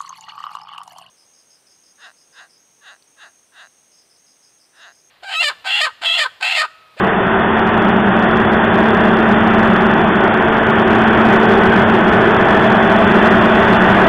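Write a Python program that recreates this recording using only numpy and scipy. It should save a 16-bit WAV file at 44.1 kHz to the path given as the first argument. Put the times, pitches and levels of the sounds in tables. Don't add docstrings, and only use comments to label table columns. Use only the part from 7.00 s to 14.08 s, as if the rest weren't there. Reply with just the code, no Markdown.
import sys
import numpy as np
from scipy import signal
from scipy.fft import rfft, irfft
from scipy.io import wavfile
from scipy.ndimage import uniform_filter1d

SR = 44100
rng = np.random.default_rng(int(sys.argv[2]) if len(sys.argv) > 2 else 0)


def store_pcm(level_fs):
    pcm = np.round(np.clip(level_fs, -1, 1) * 32767).astype(np.int16)
    wavfile.write(sys.argv[1], SR, np.atleast_2d(pcm).T)


N = 312228


def undb(db):
    return 10 ** (np.asarray(db) / 20)


def unit(x):
    return x / np.sqrt(np.mean(x ** 2))


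def curve(table):
    return np.interp(np.arange(N) / SR, *np.transpose(table))


def drift(rate_hz):
    f = np.arange(N // 2 + 1) * SR / N
    return unit(irfft(rfft(rng.standard_normal(N)) * np.exp(-(f / rate_hz) ** 2), N))


def turbulence(spectrum):
    f = np.arange(N // 2 + 1) * SR / N + 1e-3
    hz, db = np.transpose(spectrum)
    eq = undb(np.interp(np.log(f), np.log(hz), db))
    return unit(irfft(rfft(rng.standard_normal(N)) * eq, N))


def resonance(hz, width_hz):
    b, a = signal.iirpeak(hz, hz / width_hz, fs=SR)
    return unit(signal.lfilter(b, a, signal.lfilter(b, a, rng.standard_normal(N))))


def nearness(start_m=17.1, pace_m_s=0.77):
    distance_m = start_m - pace_m_s * np.arange(N) / SR
    return np.mean(distance_m) / distance_m


# (frequency [Hz], width [Hz], level [dB])
MOTOR_WHINES = [(1586, 15, -42.5), (1813, 21, -44)]
def motor():
    return sum(undb(db) * resonance(hz, width_hz) for hz, width_hz, db in MOTOR_WHINES)


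def steelwork(x, count=14, spread_s=0.022, echo_gain=0.11, drift_s=0.00012):
    samples = np.arange(N)
    lags_s = spread_s * (np.arange(count) + 0.21 + rng.random(count)) / count
    out = x
    for lag_s in lags_s:
        delay = SR * (lag_s + drift_s * drift(0.46))
        out = out + echo_gain * np.interp(samples - delay, samples, x)
    return out / np.sqrt(1 + count * echo_gain ** 2)


# (frequency [Hz], relative level [dB])
RUSH_SPECTRUM = [(12, -11), (40, -12), (100, -.5), (270, -0.5), (510, -3), (720, 1.5), (1220, -2),
                 (1500, 0), (1830, -4), (2230, -14), (2620, -13.5), (3030, -16), (3400, -13.5), (5500, -38)]
def airstream(near, rush_db=-12.5, opening=0.38, treble_hz=1500, flutter_db=0.33):
    rush = turbulence(RUSH_SPECTRUM)
    low = signal.sosfiltfilt(signal.butter(4, treble_hz, fs=SR, output="sos"), rush)
    treble = steelwork(rush - low) * near ** opening
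    return near * undb(rush_db + flutter_db * drift(3)) * (low + treble)


# (time [s], level [dB])
BOOM_RIDE = [(0.0, -26.0), (2.05, -21), (3.1, -25), (4.95, -21.0), (5.5, -18), (7.08, -19.5)]
def casing_boom(hz=648, width_hz=85, trim_db=-3.5, focus=1.93):
    boom_db = curve(BOOM_RIDE)
    mean_db = np.mean(boom_db)
    return resonance(hz, width_hz) * undb(mean_db + trim_db + focus * (boom_db - mean_db))


# (frequency [Hz], width [Hz], relative level [dB])
GROWL_BANDS = [(387.2, 53.4, -19.5), (334, 54, -24.5), (779, 110, -28.5)]
# (time [s], level [dB])
GROWL_RIDE = [(0.0, -20.5), (3.1, -19), (4.0, -17.5), (6.3, -17.5), (7.08, -19.5)]
def inlet_growl(trim_db=0.6):
    growl = sum(undb(db) * resonance(hz, width_hz) for hz, width_hz, db in GROWL_BANDS)
    return unit(growl) * undb(curve(GROWL_RIDE) + trim_db)


# (time [s], level [dB])
DRUM_RIDE = [(0.0, -21), (0.45, -25.5), (1.05, -17.5), (1.3, -23.5), (2.7, -18), (2.95, -22.0),
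             (3.8, -25.5), (4.7, -19), (5.5, -23.0), (5.95, -16), (6.6, -21.5), (7.08, -17)]
def tip_vortices(hz=195.4, width_hz=23, trim_db=0.7, evenness=0.95, surge_db=1.0, surge_hz=4):
    drum = resonance(hz, width_hz)
    envelope = np.sqrt(uniform_filter1d(drum ** 2, size=SR // 7))
    compressed = unit(drum / envelope ** evenness)
    return compressed * undb(curve(DRUM_RIDE) + trim_db + surge_db * drift(surge_hz))


# (time [s], level [dB])
NOTE_RIDE = [(0.0, -27.5), (0.6, -21), (1.6, -19), (2.5, -15.5), (3.35, -21.5), (4.15, -16.0), (5.0, -18),
             (5.45, -27), (5.75, -18), (6.45, -17.0), (7.08, -22.0)]
# (time [s], level [dB])
OCTAVE_RIDE = [(0.0, -25), (0.75, -40), (2.0, -25), (2.45, -38), (3.55, -25.5), (3.8, -33), (4.5, -20.5),
               (4.9, -34), (5.25, -21.5), (5.85, -34), (7.08, -35)]
# (harmonic [number], level [dB])
BLADE_OVERTONES = [(3, -34.5), (4, -34.5), (5, -34), (6, -41)]
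def blades(near, note_hz=223.15, wander_hz=0.0976, trim_db=0.5, scatter=0.65, count=9, shaft_db=-43.5):
    phase = 2 * np.pi * np.cumsum(note_hz + wander_hz * drift(1.43)) / SR
    note = undb(curve(NOTE_RIDE) + trim_db) * np.sin(phase)
    octave = undb(curve(OCTAVE_RIDE) + trim_db) * np.sin(2 * phase)
    drone = note + octave
    for harmonic, db in BLADE_OVERTONES:
        shimmer = (1 + scatter * (drift(2.2) + 1j * drift(2))) / np.sqrt(1 + 2 * scatter ** 2)
        drone = drone + near * undb(db) * np.real(shimmer * np.exp(1j * harmonic * phase))
    shaft_angle = phase / count
    throb = undb(shaft_db) * (np.sin(shaft_angle) + np.sin(2 * shaft_angle))
    return np.sqrt(2) * drone + throb


def scene():
    near = nearness()
    return (blades(near) + tip_vortices() + inlet_growl() + airstream(near) + casing_boom() + motor())[None]


def record(dry, band_hz=3488, gain_db=-0.22, ceiling=0.708, crackle_db=-4.5, top_hz=15800):
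    narrow = signal.sosfilt(signal.ellip(7, 0.1, 46, band_hz, fs=SR, output="sos"), dry)
    clipped = np.clip(narrow * undb(gain_db), -ceiling, ceiling)
    body = signal.sosfiltfilt(signal.butter(6, band_hz, fs=SR, output="sos"), clipped)
    crackle = undb(crackle_db) * (clipped - body)
    return signal.sosfilt(signal.ellip(8, 0.2, 70, top_hz, fs=SR, output="sos"), body + crackle)


dry = scene()
out = record(dry)
store_pcm(out)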